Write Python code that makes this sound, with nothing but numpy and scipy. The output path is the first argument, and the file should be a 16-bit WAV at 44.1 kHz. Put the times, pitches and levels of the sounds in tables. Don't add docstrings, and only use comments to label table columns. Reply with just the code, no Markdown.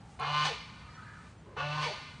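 import sys
import numpy as np
from scipy import signal
from scipy.fft import rfft, irfft
from scipy.io import wavfile
from scipy.ndimage import uniform_filter1d

SR = 44100
rng = np.random.default_rng(int(sys.argv[2]) if len(sys.argv) > 2 else 0)


def transcribe(u):
    v = np.clip(np.atleast_2d(u).T, -1, 1)
    q = np.round(v * 32767).astype(np.int16)
    wavfile.write(sys.argv[1], SR, q)


def ratio(d):
    e = np.asarray(d, float) / 20
    return 10 ** e


N = 97020

# time in seconds, pitch in Hz, chest tone in dB, voice in dB.
HONK_A = [
    (.19, 132.7, -58, -46.5),
    (.205, 136.6, -55, -37),
    (.24, 143.1, -47, -35),
    (.3, 146.1, -41.5, -35.5),
    (.35, 149.4, -41.5, -31.5),
    (.432, 149.5, -40.5, -30),
    (.46, 151, -42, -34.5),
    (.5, 150, -46, -47),
    (.545, 149.5, -57, -57),
]
HONK_B = [
    (1.566, 140, -66, -40),
    (1.6, 143.7, -48.5, -34.5),
    (1.65, 146.9, -40.5, -37.5),
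    (1.7, 147.4, -39.5, -38.5),
    (1.756, 150.7, -39.5, -38),
    (1.78, 150.8, -39.5, -35.5),
    (1.84, 149.3, -41.5, -36),
    (1.899, 149.7, -48.5, -45),
    (1.939, 145, -61, -60),
]


def evened(x):
    return x / np.sqrt(np.mean(x ** 2) + 1e-20)


def levelled(x):
    return x / np.sqrt(abs(uniform_filter1d(x ** 2, size=2600)) + 1e-20)


def noise():
    return rng.standard_normal(N)


def shaped(points):
    f, db = np.transpose(points)
    hz = np.fft.rfftfreq(N, 1 / SR)
    gain = ratio(np.interp(np.log(hz + 1), np.log(f + 1), db))
    return evened(irfft(rfft(noise()) * gain, N))


def resonate(x, hz, width):
    turn = np.exp(2j * np.pi * np.cumsum(hz * np.ones(len(x))) / SR)
    r = np.exp(-np.pi * abs(width) / SR)
    return 2 * (turn * signal.lfilter([1 - r], [1, -r], x / turn + 1e-18)).real


def steep(x, hz, width, second=2):
    return resonate(resonate(x, hz, width), hz, second * width)


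def pipe(x, peaks):
    return sum((-1) ** k * ratio(db) * steep(x, hz, width, 3) for k, (hz, width, db) in enumerate(peaks))


def band(x, lo_hz, hi_hz):
    edges = np.clip([lo_hz, hi_hz], 20, 20000)
    return signal.sosfilt(signal.butter(2, edges, "band", fs=SR, output="sos"), x)


def columns(table):
    t, rows = np.arange(N) / SR, np.transpose(table)
    gate = np.clip(np.minimum(t - rows[0, 0], rows[0, -1] - t) / .002, 0, 1)
    return [gate] + [np.interp(t, rows[0], c) for c in rows[1:]]


def rumble():
    # frequency in Hz, level in dB.
    outdoors = [(18, -74), (35, -23), (60, -8), (100, -6.5), (160, -7.5), (340, -23.5), (1300, -28),
                (10000, -51.5)]
    air = shaped(outdoors)
    dip = 0
    for table in (HONK_A, HONK_B):
        gate, _, chest_db, _ = columns(table)
        dip = dip + gate * np.clip((chest_db + 52) / 8, 0, 1)
    return ratio(-52) * (air - dip * resonate(air, 227, 96))


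def faint_air():
    # time in seconds, level in dB.
    strength = [(0, -78), (.12, -66), (.3, -79.5), (.8, -72), (1.1, -70.5), (1.31, -68), (1.37, -80),
                (1.55, -88), (2.2, -68)]
    return ratio(columns(strength)[1]) * evened(band(noise(), 1800, 9000))


def flecks():
    # centre in seconds, low edge in Hz, high edge in Hz, level in dB.
    bursts = [
        (.012, 4200, 5200, -74),
        (.012, 8200, 9500, -84),
        (.4, 5100, 6400, -56),
        (.61, 4100, 5200, -57),
        (.61, 7500, 9600, -75),
        (.91, 4200, 5200, -66),
        (.955, 5100, 6300, -67),
        (1.395, 6300, 7600, -74),
    ]
    t, out = np.arange(N) / SR, np.zeros(N)
    for s, lo, hi, db in bursts:
        swell = np.cos(np.pi * np.clip((t - s) / .046, -.5, .5))
        out = out + ratio(db) * swell * shaped([(lo - 30, -80), (lo, 0), (hi, 0), (hi + 30, -80)])
    return out


def pen(x):
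    t60_s = .35
    t = np.arange(SR // 2) / SR
    tail = band(rng.standard_normal(len(t)), 340, 5170) * ratio(-60 * t / t60_s)
    tail = tail * (t > .006)
    return signal.fftconvolve(x, tail / np.linalg.norm(tail))[:N]


def small_puffs():
    # start in seconds, length in seconds, level in dB, resonance in Hz.
    puff_rows = [(-.03, 0.23, -63.5, 800), (1.445, 0.11, -62, 1020), (1.45, 0.1, -70, 1550),
                 (1.43, 0.14, -59, 390), (1.45, 0.11, -62.5, 550), (.1, 0.074, -76, 390),
                 (.2, 0.12, -44.5, 874), (.2, 0.063, -44, 1350), (.205, .075, -48.5, 1680),
                 (.44, 0.04, -40, 1720), (.44, 0.047, -37.5, 794), (1.58, .065, -47, 1570),
                 (1.865, .06, -42.5, 607), (1.82, 0.061, -44.5, 2250), (1.82, .14, -51, 4600),
                 (.435, 0.041, -51, 6350)]
    t, out = np.arange(N) / SR, np.zeros(N)
    for s, length, db, hz in puff_rows:
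        edge = np.clip(np.minimum(t - s, s + length - t) / 0.023, 0, 1)
        out = out + ratio(db) * edge * evened(steep(noise(), hz, 85))
    return out


def bill_ticks():
    # start in seconds, level in dB, resonance in Hz, width in Hz, decay in seconds.
    tick_rows = [
        (.195, -45, 8550, 4480, 0.0033),
        (1.564, -31, 996, 300, .012),
    ]
    t, out = np.arange(N) / SR, np.zeros(N)
    for s, db, hz, width, decay in tick_rows:
        shape = np.clip((t - s) / 0.0036, 0, 1) * np.exp(-abs(t - s) / decay)
        out = out + ratio(db) * shape * evened(steep(noise(), hz, width, 1))
    return out


def inbreath():
    # time in seconds, level in dB, whistle in Hz.
    breath = [
        (.8, -61.5, 1090),
        (.88, -57, 1200),
        (.97, -52.5, 1290),
        (1.03, -55.5, 1510),
        (1.09, -52.5, 1610),
        (1.14, -53.5, 1670),
        (1.195, -57.5, 1320),
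        (1.275, -57.5, 1200),
        (1.3, -76, 1222),
    ]
    # frequency in Hz, width in Hz, level in dB.
    breath_pipe = [(940, 41, -2.5), (1251, 49, 2.5), (1490, 90, -5.5), (1746, 63, -5.5), (1950, 100, -8.5)]
    gate, db, hz = columns(breath)
    flutter = evened(resonate(noise(), 60, 44))
    air = noise() * (1 + .35 * flutter)
    whistle = steep(air, hz, 80)
    fixed = band(pipe(air, breath_pipe), 880, 2340)
    return gate * ratio(db) * evened(evened(fixed) + ratio(-1) * levelled(whistle))


def hiss():
    # time in seconds, level in dB.
    outbreath = [(0.19, -51), (0.2, -92), (0.21, -52), (0.38, -44.5), (0.432, -44), (0.455, -37.5),
                 (0.51, -43.5), (0.58, -50), (0.88, -61), (1.25, -65.5), (1.27, -63), (1.39, -87),
                 (1.55, -71), (1.58, -53), (1.805, -46.5), (1.83, -41), (1.9, -45.5), (2.2, -59)]
    # frequency in Hz, width in Hz, level in dB.
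    hiss_pipe = [(870, 63, -4.5), (1050, 79, 0), (1209, 22, 4), (1477, 56, -0.5), (1793, 31, 0),
                 (2086, 37, 1.5), (2370, 145, -2.5), (2697, 18.4, 3), (2982, 78, 2), (3344, 46, 0),
                 (3696, 210, -7), (4040, 140, -4.5), (4470, 320, -4), (6220, 81, -25)]
    # frequency in Hz, level in dB.
    hiss_air = [(300, -22), (500, -9), (1100, -10.5), (2300, -6.5), (4500, -9), (5200, -12.5),
                (6400, -14.5), (6800, -21.5), (9800, -29), (10400, -82)]
    gate, db = columns(outbreath)
    below_peak_db = db - db.max()
    air = noise()
    upper = ratio(0.28 * below_peak_db) * pipe(air, hiss_pipe[7:])
    tones = evened(pipe(air, hiss_pipe[:7]) + upper)
    flicker = evened(uniform_filter1d(noise(), size=500))
    broad = ratio(.5 * below_peak_db) * shaped(hiss_air)
    return gate * ratio(db - 0.5 * flicker) * (ratio(1.5) * tones + ratio(4) * broad)


def glides():
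    # start in seconds, length in seconds, from Hz, to Hz, level in dB.
    slides = [
        (.47, .075, 570, 385, -43),
        (.2, .11, 700, 745, -46),
        (.295, .08, 740, 880, -45),
        (.46, .06, 950, 700, -46),
        (.2, .06, 430, 480, -51),
        (1.83, .11, 545, 355, -45),
        (1.575, .23, 712, 778, -49),
        (1.85, .06, 1000, 800, -49),
    ]
    t, out = np.arange(N) / SR, np.zeros(N)
    for s, length, from_hz, to_hz, db in slides:
        drift = evened(uniform_filter1d(noise(), size=350))
        flutter = evened(uniform_filter1d(noise(), size=350))
        hz = np.interp(t, [s, s + length], [from_hz, to_hz]) * (1 + .005 * drift)
        edge = np.clip(np.minimum(t - s, s + length - t) / .02, 0, 1)
        out = out + edge * ratio(db + 1.6 * flutter) * np.sin(2 * np.pi * np.cumsum(hz) / SR)
    return out


def honk(table, mouth, roughness, peaks):
    jitter, throat_width_hz, split_hz = .02, 65, 2250
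    gate, hz, chest_db, voice_db = columns(table)
    _, low_hz, low_db, high_hz, high_db = columns(mouth)
    _, rough, pipe_db, bright_db = columns(roughness)

    wobble = evened(uniform_filter1d(noise(), size=300))
    turns = np.cumsum(hz * (1 + jitter * (rough + 0.041) * wobble)) / SR
    pulses = sum(np.cos(2 * np.pi * (k * turns + .2 * rng.random())) for k in range(2, 44))
    puffs = evened((0.29 + np.exp(-(turns % 1) / 0.36)) * band(noise(), 100, 5500))
    drive = (1 - rough) * evened(pulses) + rough * puffs

    tone_level = .06 * np.clip(.12 - pipe_db / 12, .12, 1)
    throat = 0
    for f, db in ((low_hz, low_db), (high_hz, high_db)):
        tone = np.sin(2 * np.pi * np.cumsum(f * (1 + .5 * jitter * wobble)) / SR)
        throat = throat + ratio(db) * (steep(drive, f, throat_width_hz) + tone_level * tone)

    lower = pipe(drive, [p for p in peaks if p[0] < split_hz])
    upper = pipe(drive, [p for p in peaks if p[0] >= split_hz])
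    tube = lower + ratio(bright_db) * upper + ratio(-28) * drive
    voice = band(ratio(pipe_db) * tube - ratio(3) * throat, 260, 4620)

    cycle = 2 * np.pi * np.cumsum(hz) / SR
    chest = np.sqrt(2) * (np.sin(cycle) + ratio(-25) * np.sin(2 * cycle))
    chest = ratio(uniform_filter1d(chest_db, size=900)) * chest
    return gate * (ratio(voice_db) * levelled(voice) + chest)


def first_honk():
    # time in seconds, low resonance in Hz, its dB, high resonance in Hz, its dB.
    mouth = [(.19, 417, -7.5, 720, -3), (0.232, 470, -10.5, 750, -5.5), (0.302, 568, -8, 745, -3),
             (.355, 610, -16, 870, -1), (.41, 607, -19.5, 760, -11), (.46, 642, -17, 930, 1.5),
             (0.484, 535, -10.5, 806, -6), (0.514, 450, -3, 686, -3), (.545, 390, -9, 598.6, -11)]
    # time in seconds, share of noise from 0 to 1, windpipe in dB, its upper resonances in dB.
    roughness = [(.19, .7, -1, 0), (.26, .45, -1, 1), (.32, .28, 0, 2), (.345, .14, 5, 1),
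                 (.435, .14, 5, 1), (.45, .7, -10, 11), (.49, .85, -13, 4), (.545, .9, -20, 0)]
    # frequency in Hz, width in Hz, level in dB.
    peaks = [(1062, 76, 4), (1200, 120, -2.5), (1487, 69, -6.5), (1740, 120, -11), (2126, 28, -2),
             (2438, 160, -10.5), (2936, 150, -5.5), (3530, 150, -17.5), (4105, 186, -11), (4630, 90, -15.5),
             (6200, 110, -27)]
    return honk(HONK_A, mouth, roughness, peaks)


def second_honk():
    # time in seconds, low resonance in Hz, its dB, high resonance in Hz, its dB.
    mouth = [(1.565, 430, -3.5, 710, -15), (1.609, 558, -6.5, 800, -12.5), (1.7, 593, -4, 870, -5),
             (1.75, 614.3, -14.5, 905, -4.5), (1.775, 560.5, -18, 1050, 1),
             (1.842, 539.2, -3.5, 1038, -1.5), (1.875, 489, -6, 900, -2), (1.907, 429.4, -4, 752, -4),
             (1.94, 370, -4, 650, -10)]
    # time in seconds, share of noise from 0 to 1, windpipe in dB, its upper resonances in dB.
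    roughness = [(1.565, .75, 2, -4), (1.63, .45, 0, 1), (1.66, .21, 0, 3), (1.72, .21, 0, 1),
                 (1.76, .25, 0, -7), (1.83, .35, 0, -6), (1.87, .7, -6, -4), (1.9, .85, -13, 0),
                 (1.945, .9, -18, 0)]
    # frequency in Hz, width in Hz, level in dB.
    peaks = [(900, 97, -15), (1120, 75, 1.5), (1487, 65, -4), (1777, 87, -10), (2176, 60, -18),
             (2650, 105, -4), (2973, 98, -9.5), (3490, 210, -22), (4090, 140, -15.5), (4650, 89, -23)]
    return honk(HONK_B, mouth, roughness, peaks)


def scene():
    goose = first_honk() + second_honk() + glides()
    goose = goose + hiss() + inbreath() + small_puffs() + bill_ticks()
    mid = goose + ratio(-14) * pen(goose) + rumble() + faint_air()
    side = flecks()
    return np.array([mid + side, mid - side])


def top_cut(x):
    return signal.sosfilt(signal.butter(12, 10400, fs=SR, output="sos"), x)


def record(dry):
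    lowpass = signal.firwin(181, 10050, window=("kaiser", 9), fs=SR)
    mix = signal.oaconvolve(dry, lowpass[None], "same")
    return top_cut(mix)


dry = scene()
out = record(dry)
transcribe(out)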